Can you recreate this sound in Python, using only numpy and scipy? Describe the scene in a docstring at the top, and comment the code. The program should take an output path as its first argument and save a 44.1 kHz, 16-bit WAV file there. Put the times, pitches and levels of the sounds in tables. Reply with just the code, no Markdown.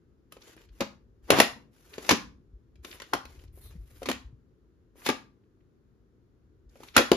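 """A plastic video cassette in its cardboard sleeve is turned by hand and set down on a wooden floor.
Each landing is a thud of the box and a rattle of the loose reels and flap, then a weaker rebound.
Fingers rub, catch and tap on the card, and the cassette shifts inside it.
A small room with a low hum answers; a close stereo microphone picks up soft bumps of handling."""
import sys
import numpy as np
from scipy import signal
from scipy.fft import rfft, irfft, next_fast_len
from scipy.io import wavfile
from scipy.ndimage import uniform_filter1d

SR = 44100
rng = np.random.default_rng(int(sys.argv[2]) if len(sys.argv) > 2 else 0)


def generate_wav(signal):
    """Clip the signal to [-1, 1] and save it as 16-bit WAV at the path in sys.argv[1]."""
    frames = np.transpose(np.atleast_2d(signal))
    scaled = np.clip(frames, -1, 1) * 32767
    pcm = np.round(scaled).astype(np.int16)
    wavfile.write(sys.argv[1], SR, pcm)


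N = 315756
TAPS = 4096
TAP_HZ = np.fft.rfftfreq(TAPS, 1 / SR)
PADDED = next_fast_len(N + TAPS)


def amp(db):
    """Decibels to gain."""
    return 10 ** (np.asarray(db) / 20)


def unit(x):
    """Scales to rms 1."""
    return x / np.sqrt(np.mean(x ** 2) + 1e-20)


def read(points, hz):
    """Interpolates a table on a log-frequency axis."""
    f, value = np.transpose(points)
    return np.interp(np.log(hz + 1), np.log(f + 1), value)


def add(mix, s, sound):
    """Lays a sound into the mix at time s."""
    part = mix[..., max(round(s * SR), 0):][..., :sound.shape[-1]]
    part += sound[..., :part.shape[-1]]


def gate(t, start, end, attack_s, release_s):
    """Rises before the start, holds, falls after the end."""
    return np.clip(np.minimum((t - start) / attack_s, (end - t) / release_s) + 1, 0, 1)


def hump(hz, centre_hz, octaves):
    """Resonance, bell-shaped in log frequency."""
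    return np.exp(-.5 * (np.log2((hz + 1) / centre_hz) / max(octaves, .1)) ** 2)


def treble(hz):
    """Share of a frequency in the top band."""
    return np.clip((hz - 7000) / 2500, 0, 1)


def causal(db):
    """Impulse response of a passive body with this gain over TAP_HZ."""
    log_gain = np.log(amp(np.concatenate([db, db[-2:0:-1]])))
    return np.fft.ifft(np.exp(np.conj(signal.hilbert(log_gain)))).real


def wander(shape, first_span, last_span):
    """Noise of rms 1, smoothed along its first axis, then its last."""
    rough = uniform_filter1d(rng.standard_normal(shape), first_span, axis=0)
    return unit(uniform_filter1d(rough, last_span))


def swing(t, hz, decay_cycles):
    """Heavily damped vibration with a soft start."""
    cycles = hz * t
    return np.sin(2 * np.pi * cycles) * np.exp(-cycles / decay_cycles) * (1 - np.exp(-cycles / .49))


# left-right likeness: (frequency [Hz], correlation [clipped to 0-1])
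STEREO_LIKENESS = [(60, 0.96), (280, 0.64), (380, 1.16), (650, 0.28), (1100, 0.25), (3000, 0.44),
                   (7000, 0.14), (12000, 0.57)]
def pair(z, hz, power=1, least=0):
    """Blends two unrelated spectra into partly alike left and right."""
    likeness = np.clip(read(STEREO_LIKENESS, hz) ** power, least, 1)
    common, apart = z[0] * np.sqrt((1 + likeness) / 2), z[1] * np.sqrt((1 - likeness) / 2)
    return np.array([common + apart, common - apart])


# hum and hiss: (frequency [Hz], relative density [dB])
HUM_SPECTRUM = [(15, -37), (28, -13.5), (53, -4), (90, -10), (121, -7.5), (178, -14.5), (205, -14.5),
                (235, -13.5), (275, -14.5), (337, -14), (430, -18), (600, -30.5), (820, -35.5), (1400, -35),
                (2400, -45.5), (7000, -51), (16000, -61.5)]
def hum(level_db=-62.5):
    """Steady low noise of the room."""
    hz = np.fft.rfftfreq(N, 1 / SR)
    noise = pair(rfft(rng.standard_normal((2, N))), hz, power=2)
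    return amp(level_db) * unit(irfft(noise * amp(read(HUM_SPECTRUM, hz)), N))


# room decay: (frequency [Hz], t60 [s])
ROOM_DECAY = [(100, 1.1), (300, 0.1154), (1000, 0.3277), (2500, 0.2655), (5000, 0.27), (10000, 0.2541),
              (15000, 0.28)]
# reflection strength: (frequency [Hz], gain [dB])
ROOM_GAIN = [(60, -11), (250, -8.5), (550, -8), (1000, -7), (2500, -5.5), (5000, -4.5), (11000, -10.5),
             (15000, -16)]
def room(x, first_s=.0027, build_s=.0031):
    """Dense floor and wall reflections, each band dying at its own rate."""
    hz, t, noise = signal.stft(rng.standard_normal((2, 2 * SR // 3)), SR, nperseg=256)
    hz = hz[:, None]
    t60 = read(ROOM_DECAY, hz)
    decay = amp(read(ROOM_GAIN, hz) - 60 * t / t60) * np.sqrt(2 * np.log(1000) / (t60 * SR))
    tail = signal.istft(pair(noise, hz) * decay, SR, nperseg=256)[1]
    tail *= np.clip((np.arange(tail.shape[1]) / SR - first_s) / build_s, 0, 1)
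    return signal.fftconvolve(x, tail, axes=1)[:, :N]


def echoes(x):
    """The box moves, so its sound crossfades among three echo patterns."""
    turn = 2 * np.pi * np.arange(N) / SR
    weights = np.cos(turn), np.sin(turn) * np.cos(np.e * turn), np.sin(turn) * np.sin(np.e * turn)
    return sum(room(x * weight) for weight in weights)


# arm movements: (start [s], end [s], level [dB])
ARM_SWINGS = [(0.7, 1.5, -63.5), (2.052, 2.5, -58), (2.798, 2.951, -57), (3.4, 3.801, -49.5),
              (3.95, 4.3, -54.5), (6.4, 7.099, -63.5)]
def arm_rumble(centre_hz=58, width_octaves=.61, ramp_s=.21):
    """Low flutter as the arm swings round to change grip."""
    t, hz = np.arange(N) / SR, np.fft.rfftfreq(N, 1 / SR)
    noise = irfft(rfft(rng.standard_normal(N)) * hump(hz, centre_hz, width_octaves), N)
    swells = [amp(db) * gate(t, start, end, ramp_s, ramp_s) for start, end, db in ARM_SWINGS]
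    return unit(noise) * np.max(swells, axis=0)


# handling bumps, and floor pushes under heavy landings: (time [s], relative level [dB], pitch [Hz])
LOW_BUMPS = [(0.697, -48, 47.7), (1.228, -52, 57), (2.112, -37, 85.05), (2.53, -44.5, 54.5),
             (2.785, -49, 64.9), (3.249, -48.5, 55.6), (3.753, -44.5, 167), (3.78, -40.5, 53.4),
             (4.246, -43, 60.8), (4.325, -48, 116.3), (6.653, -51.5, 54.1), (6.968, -35.5, 91)]
def bumps(gain_db=6):
    """Soft low pushes of the hand, or of the floor under a heavy landing, a cycle or two each."""
    out, t = np.zeros(N), np.arange(SR // 4) / SR
    for s, db, hz in LOW_BUMPS:
        age = hz * t / .93
        envelope = age * np.exp(1 - 1.25 * age)
        add(out, s, amp(db + gain_db) * envelope * np.sin(2 * np.pi * hz * t))
    return out


def swish(start_s=3.612, length_s=.1, level_db=-65.5, start_hz=4150, fall_hz_per_s=4500, width_hz=600):
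    """The palm's ridges run off the sleeve's edge: a fuzzy pitch that falls as the hand slows."""
    out, t = np.zeros((2, N)), np.arange(0, length_s, 1 / SR)
    cycles = np.cumsum(start_hz - fall_hz_per_s * t) / SR
    noise = rng.standard_normal((2, len(t))) + 1j * rng.standard_normal((2, len(t)))
    blur = signal.sosfilt(signal.butter(2, width_hz / 2, fs=SR, output="sos"), noise)
    arch = np.sqrt(abs(np.sin(np.pi * t / length_s)))
    add(out, start_s, amp(level_db) * arch * unit((blur * np.exp(2j * np.pi * cycles)).real))
    return out


def catches(n, per_s):
    """Sparse stick-slip clicks of uneven size, separate per side."""
    return np.array([(rng.random(n) < per_s / SR) * rng.choice([-1, 1], n)
                     * amp(4.3 * np.minimum(rng.exponential(1, n), 3)) for side in range(2)])


def patchy(x, depth_db=3.5):
    """Friction grips unevenly, in patches about 20 ms long and narrow in frequency."""
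    z = signal.stft(x, nperseg=512)[2]
    return signal.istft(z * amp(depth_db * wander(z.shape, 6, 4)), nperseg=512)[1][:, :N]


# strokes: (start [s], end [s], relative start level [dB], relative end level [dB], treble trim [dB])
RUB_STROKES = [(0.327, 0.39, -66, -71, -15), (0.418, 0.531, -56.5, -54.5, -14),
               (0.588, 0.642, -60, -62.5, -15.5), (0.74, 0.8, -64.5, -65, -11),
               (1.249, 1.292, -64, -59.5, -12), (1.735, 1.932, -68.5, -58, -10.5),
               (1.935, 2.093, -53.5, -43.5, -13.5), (2.852, 2.949, -53.5, -50, -8),
               (2.967, 3.127, -59, -60.5, -15.5), (3.282, 3.438, -60.5, -64, -12.5),
               (3.548, 3.685, -70.5, -61, 2), (3.71, 3.764, -60.5, -69, -12.5),
               (3.799, 4.025, -73.5, -59, -6.5), (4.975, 5.059, -61, -51, -8),
               (6.716, 6.836, -72.5, -53.5, -12.5), (6.849, 6.94, -53, -63.5, -11)]
# skin on card: (frequency [Hz], relative density [dB])
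RUB_SPECTRUM = [(100, -20), (330, 8), (750, -4), (1300, -3), (2400, -4.5), (4000, -8.5), (6600, -8.5),
                (9500, -5), (12500, -8.5), (14300, -14), (15600, -25)]
def rubbing(gain_db=-2, top_gain_db=4, catches_per_s=350, grain_db=-4, flutter_db=2):
    """Skin slides on card: a fine, uneven hiss with small catches."""
    t, hz = np.arange(N) / SR, np.fft.rfftfreq(N, 1 / SR)
    middle_gain, top_gain = np.zeros((2, N))
    for start, end, start_db, end_db, treble_db in RUB_STROKES:
        stroke = gate(t, start, end, attack_s=.026, release_s=.03)
        stroke *= amp(np.interp(t, [start, end], [start_db, end_db]))
        middle_gain = np.maximum(middle_gain, stroke)
        top_gain = np.maximum(top_gain, stroke * amp(treble_db + top_gain_db))
    grit = rng.standard_normal((2, N)) + amp(grain_db) * unit(catches(N, catches_per_s))
    friction = pair(rfft(patchy(grit)), hz) * amp(read(RUB_SPECTRUM, hz))
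    middle = middle_gain * unit(irfft(friction * (1 - treble(hz)), N))
    top = top_gain * unit(irfft(friction * treble(hz), N))
    return amp(gain_db + flutter_db * wander(N, 500, 300)) * (middle + top)


def slide(length_s, db, centre_hz, octaves, slips_per_s=2500):
    """Tiny slips through one resonance of the card, swelling to a peak TAPS samples in."""
    t = np.arange(-TAPS, TAPS) / SR
    hz = np.fft.rfftfreq(len(t), 1 / SR)
    slips = pair(rfft(catches(len(t), slips_per_s)), hz)
    swell = np.exp(-2 * (t / length_s) ** 2)
    sound = swell * irfft(slips * hump(hz, centre_hz, octaves))
    return amp(db) * unit(sound) * np.sqrt(np.mean(swell ** 2))


# fingertip catches: (peak time [s], relative level [dB], centre [Hz])
FINGER_SCUFFS = [(.423, -55, 3800), (.58, -56.5, 1690), (.693, -66, 2740), (1.939, -46.5, 2680),
                 (2.916, -47, 3220), (2.93, -46.5, 2180), (3.397, -61, 3010), (3.481, -70, 3170),
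                 (5.021, -53.5, 1490), (5.44, -80.5, 2200), (5.61, -78, 2000), (6.697, -71, 4980),
                 (6.888, -50.5, 3000)]
# cassette settling: (peak time [s], length [s], relative level [dB], centre [Hz], width [octaves])
CASSETTE_SHIFTS = [(0.821, 0.016, -32.5, 376, 1.45), (1.329, .032, -22.5, 370.6, 1.42),
                   (1.395, .05, -25, 562, 1.82), (2.109, 0.018, -26, 2180, 1.1),
                   (2.13, .024, -25, 258.4, 0.58), (3.137, .006, -25, 999, 0.7),
                   (3.15, .018, -39, 259, 1.4), (4.099, 0.039, -36, 259, 0.3),
                   (5.068, 0.021, -37, 1800, 1.8), (5.095, .013, -25, 560, 1.42),
                   (6.959, 0.015, -38, 2300, 0.9), (6.98, 0.0039, -18, 1610, 0.14),
                   (6.993, 0.033, -23.5, 396, 0.63)]
def scuffs(gain_db=2, finger_s=.00606, finger_octaves=.65):
    """Fingertips slip on the outside of the sleeve, the cassette on the inside."""
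    out = np.zeros((2, N))
    for s, db, centre_hz in FINGER_SCUFFS:
        add(out, s - TAPS / SR, slide(finger_s, db + gain_db, centre_hz, finger_octaves))
    for s, length_s, db, centre_hz, octaves in CASSETTE_SHIFTS:
        add(out, s - TAPS / SR, slide(length_s, db + gain_db, centre_hz, octaves))
    return out


# floorboard modes: (highest pitch [Hz], relative level [dB], decay [cycles])
BOARD_MODES = [(223, -8.5, 0.52), (301, -6.5, 2.8)]
def floorboards(t, thud_db):
    """The boards vibrate under a knock, at a different pitch each time."""
    return sum(amp(thud_db + db) * swing(t, hz * rng.uniform(.75, 1), cycles)
               for hz, db, cycles in BOARD_MODES)


def hollow(t, thud_db, centre_hz=540, width_octaves=.84, gain_db=28, decay_ms=9.2):
    """The box rocks and its air cavity booms briefly."""
    rocking = rng.standard_normal(len(t)) * np.exp(-t * 1000 / decay_ms)
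    cavity = hump(TAP_HZ, centre_hz, width_octaves)
    boom = irfft(rfft(rocking) * rfft(causal(20 * np.log10(cavity + 1e-4))))
    return amp(thud_db + gain_db) * boom / np.linalg.norm(boom) * np.sqrt(np.mean(cavity ** 2))


# cassette shell modes: (frequency [Hz], relative level [dB])
SHELL_MODES = [(265, -3.5), (335, -0.5), (500, 3), (620, -4), (943, -7.5), (1061, -5.5), (1160, -9),
               (1394, -7), (1469, -7), (1600, -9.5), (1954, -12.5), (2330, -15), (2474, -7.5), (3000, -13),
               (3306, -15.5), (3491, -16.5), (3880, -9.5)]
def shell_ring(t, thud_db, thud_hz, clack_db, gain_db=-13, t60_s=.07, rise_s=.00084):
    """The thud drives modes near its pitch, the clack the high ones; the sleeve damps them."""
    hz, db = np.transpose(SHELL_MODES)[:, :, None]
    drive = amp(thud_db) * hump(hz, thud_hz, .9) + amp(clack_db) * (hz > 1000)
    gripped_hz = hz * rng.uniform(.99, 1.01, hz.shape)  # the grip detunes the shell
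    phase = rng.random(hz.shape)
    side_phase = (1 - read(STEREO_LIKENESS, hz)) * rng.uniform(-.5, .57, (2,) + hz.shape)
    modes = drive * amp(db + gain_db) * np.sin(2 * np.pi * (gripped_hz * t + phase + side_phase))
    return modes.sum(1) * np.exp(-np.log(1000) * t / t60_s) * (1 - np.exp(-t / rise_s))


def chatter(t, decay_ms, rise_s=.0008):
    """Dying burst of tiny contacts: even spectrum, energy 1 per side."""
    envelope = np.exp(-t * 1000 / decay_ms) * (1 - np.exp(-t / rise_s))
    spectra = rfft(rng.standard_normal((2, len(t))) * envelope)
    ripple_db = 10 * np.log10(uniform_filter1d(abs(spectra) ** 2, size=61) + 1e-9)
    burst = np.array([signal.fftconvolve(irfft(side), causal(-db))[:len(t)]
                      for side, db in zip(spectra, ripple_db)])
    return burst / np.linalg.norm(burst, axis=1, keepdims=True)


def sleeve_slap(t, thud_db, thud_hz, gain_db=21, decay_ms=8):
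    """Spectrum of card slapping the shell: a dull burst around the thud's pitch."""
    card = causal(20 * np.log10(hump(TAP_HZ, thud_hz, octaves=1.4) + 1e-3))
    return amp(thud_db + gain_db) * rfft(chatter(t, decay_ms)) * rfft(card)


# plastic clack: (frequency [Hz], relative density [dB])
CLACK_SPECTRUM = [(40, -23), (110, -6.5), (250, 2.5), (550, 8), (780, 0.5), (1000, 5), (1500, 2),
                  (2400, 7.5), (3800, 2.5), (5200, -0.5), (7000, -2), (10000, -3), (12000, -5.5),
                  (14000, -15), (15500, -27)]
def rattle(t, clack_db, treble_db, decay_ms, gain_db=24.5, top_gain_db=10.5, spot_depth_db=2.5):
    """Spectrum of the loose reels and flap; each contact spot favours other resonances."""
    spot_db = spot_depth_db * wander(len(TAP_HZ), 25, 25)
    colour_db = read(CLACK_SPECTRUM, TAP_HZ) + spot_db + treble(TAP_HZ) * (treble_db + top_gain_db)
    return amp(clack_db + gain_db) * rfft(chatter(t, decay_ms)) * rfft(causal(colour_db))


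def knock(t, thud_db, thud_hz, clack_db, treble_db, rattle_ms, thud_gain_db=12):
    """The box thuds on the boards, loose parts rattle, the sleeve slaps, the shell rings on."""
    thud = amp(thud_db + thud_gain_db) * swing(t, thud_hz, decay_cycles=1)
    boards = floorboards(t, thud_db)
    contacts = rattle(t, clack_db, treble_db, rattle_ms) + sleeve_slap(t, thud_db, thud_hz)
    clack = irfft(pair(contacts, TAP_HZ, least=.45))
    return thud + boards + clack + hollow(t, thud_db) + shell_ring(t, thud_db, thud_hz, clack_db)


# fingers on card: (time [s], thud drive [dB], thud pitch [Hz], clack drive [dB], treble trim [dB])
CARD_TAPS = [(0.3219, -57, 1760, -45, -5), (0.367, -46.5, 480, -56.5, -24), (0.565, -51.5, 330, -61, -2.5),
             (1.981, -31.5, 426, -40, -18.5), (2.047, -47.5, 506.6, -44, -16.5),
             (2.756, -71, 460, -64, -18), (2.8467, -42, 1547, -38, -16.5),
             (3.0001, -51.5, 1080, -40.5, -19), (3.019, -47, 1180, -38.5, -13.5),
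             (3.253, -49.5, 302, -46, -10), (3.437, -57, 340, -61.5, -5), (3.574, -50, 375, -74, -1),
             (4.019, -33, 510, -56, -14), (4.03, -39.5, 461.8, -41, -9.5),
             (4.956, -53.5, 420.3, -73.5, -12.5), (6.756, -49.5, 532.5, -62, -11),
             (6.804, -45, 450, -62.5, -14), (6.833, -45, 1100, -48, -10)]
# box on floor, or cassette on sleeve end:
# (time [s], thud drive [dB], thud pitch [Hz], clack drive [dB], treble trim [dB], rattle decay [ms])
LANDINGS = [(0.8058, -25.5, 518, -25.5, -16, 5.6), (0.813, -26.5, 244, -35.5, -25, 1.9),
            (1.3033, -10, 470, -11.5, -10.5, 3.9), (1.386, -18.5, 322, -21.5, -13, 6.9),
            (1.401, -12.5, 910, -10, -9, 2.9), (1.4045, -15.5, 490, -21.5, -15, 1.8),
            (2.0915, -35.5, 1500, -13.5, -13.5, 5), (2.109, -13.5, 1110, -16, -13, 5),
            (2.1159, -18, 344, -23.5, -13, 3.1), (3.1345, -17.5, 944, -25, -11.5, 4),
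            (4.057, -33.5, 1170, -32.5, -17, 7.7), (4.087, -24.5, 391, -26.5, -12, 5.6),
            (4.098, -26.5, 1037, -32, -9.5, 3.4), (4.114, -34.5, 446, -27, -14, 2.8),
            (5.0624, -29, 967, -24.5, -11.5, 6.1), (5.0885, -24, 340, -23, -13, 4.4),
            (5.099, -26, 291.2, -28, -16, 2.8), (6.965, -7, 1407, -10.5, -9, 4.1),
            (6.977, -12.5, 1530, -14, -18, 12), (7.1162, -7.5, 365, -19.5, -14, 2.2)]
def knocks(rebound_s=.014, tap_rattle_ms=4.2, radiate_hz=125):
    """Landings and finger taps; after a landing the loose cassette drops back, weaker and lower."""
    out, t = np.zeros((2, N)), np.arange(TAPS) / SR
    for s, thud_db, thud_hz, clack_db, treble_db, rattle_ms in LANDINGS:
        add(out, s, knock(t, thud_db, thud_hz, clack_db, treble_db, rattle_ms))
        rebound = knock(t, thud_db - 15, thud_hz * .8, clack_db - 13, treble_db, rattle_ms)
        add(out, s + rebound_s, rebound)
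    for s, *tap in CARD_TAPS:
        add(out, s, knock(t, *tap, tap_rattle_ms))
    # a small box radiates little bass
    return signal.sosfilt(signal.butter(2, radiate_hz, "high", fs=SR, output="sos"), out)


def floor_push(gain_db=-27, pitch_range_hz=(60, 66.75), decay_cycles=1.6):
    """The weight of each landing pushes the floor into a brief low swing."""
    out, t = np.zeros(N), np.arange(SR // 6) / SR
    for s, thud_db, *_ in LANDINGS:
        add(out, s, amp(thud_db + gain_db) * swing(t, rng.uniform(*pitch_range_hz), decay_cycles))
    return out


# microphone port balance: (frequency [Hz], left minus right [dB])
PORT_BALANCE = [(60, 2), (300, 3), (700, 2.5), (1500, 0.5), (2500, -0.5), (4000, 4), (7000, 1), (10000, 0)]
# microphone port phase: (frequency [Hz], left lead [rad])
PORT_LEAD = [(30, 0), (120, .15), (400, .4), (1000, .3), (1500, 1.0), (2200, 1.1), (4000, .7), (6000, -1.4),
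             (9000, -3.8), (11000, -5.2), (14000, -5.8)]
def scene():
    """Close cassette, echoes and low background at the two microphone ports."""
    near = knocks() + rubbing() + scuffs() + swish()
    mix = near + echoes(near) + floor_push() + bumps() + arm_rumble() + hum()
    hz, side = np.fft.rfftfreq(PADDED, 1 / SR), np.array([[.5], [-.5]])
    ports = amp(side * read(PORT_BALANCE, hz)) * np.exp(1j * side * read(PORT_LEAD, hz))
    return irfft(rfft(mix, PADDED) * ports, PADDED)[:, :N]


def record(dry, dip_hz=8450, dip_width_hz=480, dip_db=17, low_cut_hz=38, high_cut_hz=15500):
    """Microphone: narrow treble dip, bass cut, rounded peaks, band limit."""
    hz = np.fft.rfftfreq(PADDED, 1 / SR)
    dip = amp(-dip_db * np.exp(-.5 * ((hz - dip_hz) / dip_width_hz) ** 2))
    coloured = irfft(rfft(dry, PADDED) * dip, PADDED)[:, :N]
    coloured = signal.sosfilt(signal.butter(2, low_cut_hz, "high", fs=SR, output="sos"), coloured)
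    rounded = coloured / (1 + coloured ** 4) ** (1 / 4)
    band_limit = signal.firwin(255, high_cut_hz, window=("kaiser", 9), fs=SR)
    return signal.oaconvolve(rounded, band_limit[None], "same")


dry = scene()
out = record(dry)
generate_wav(out)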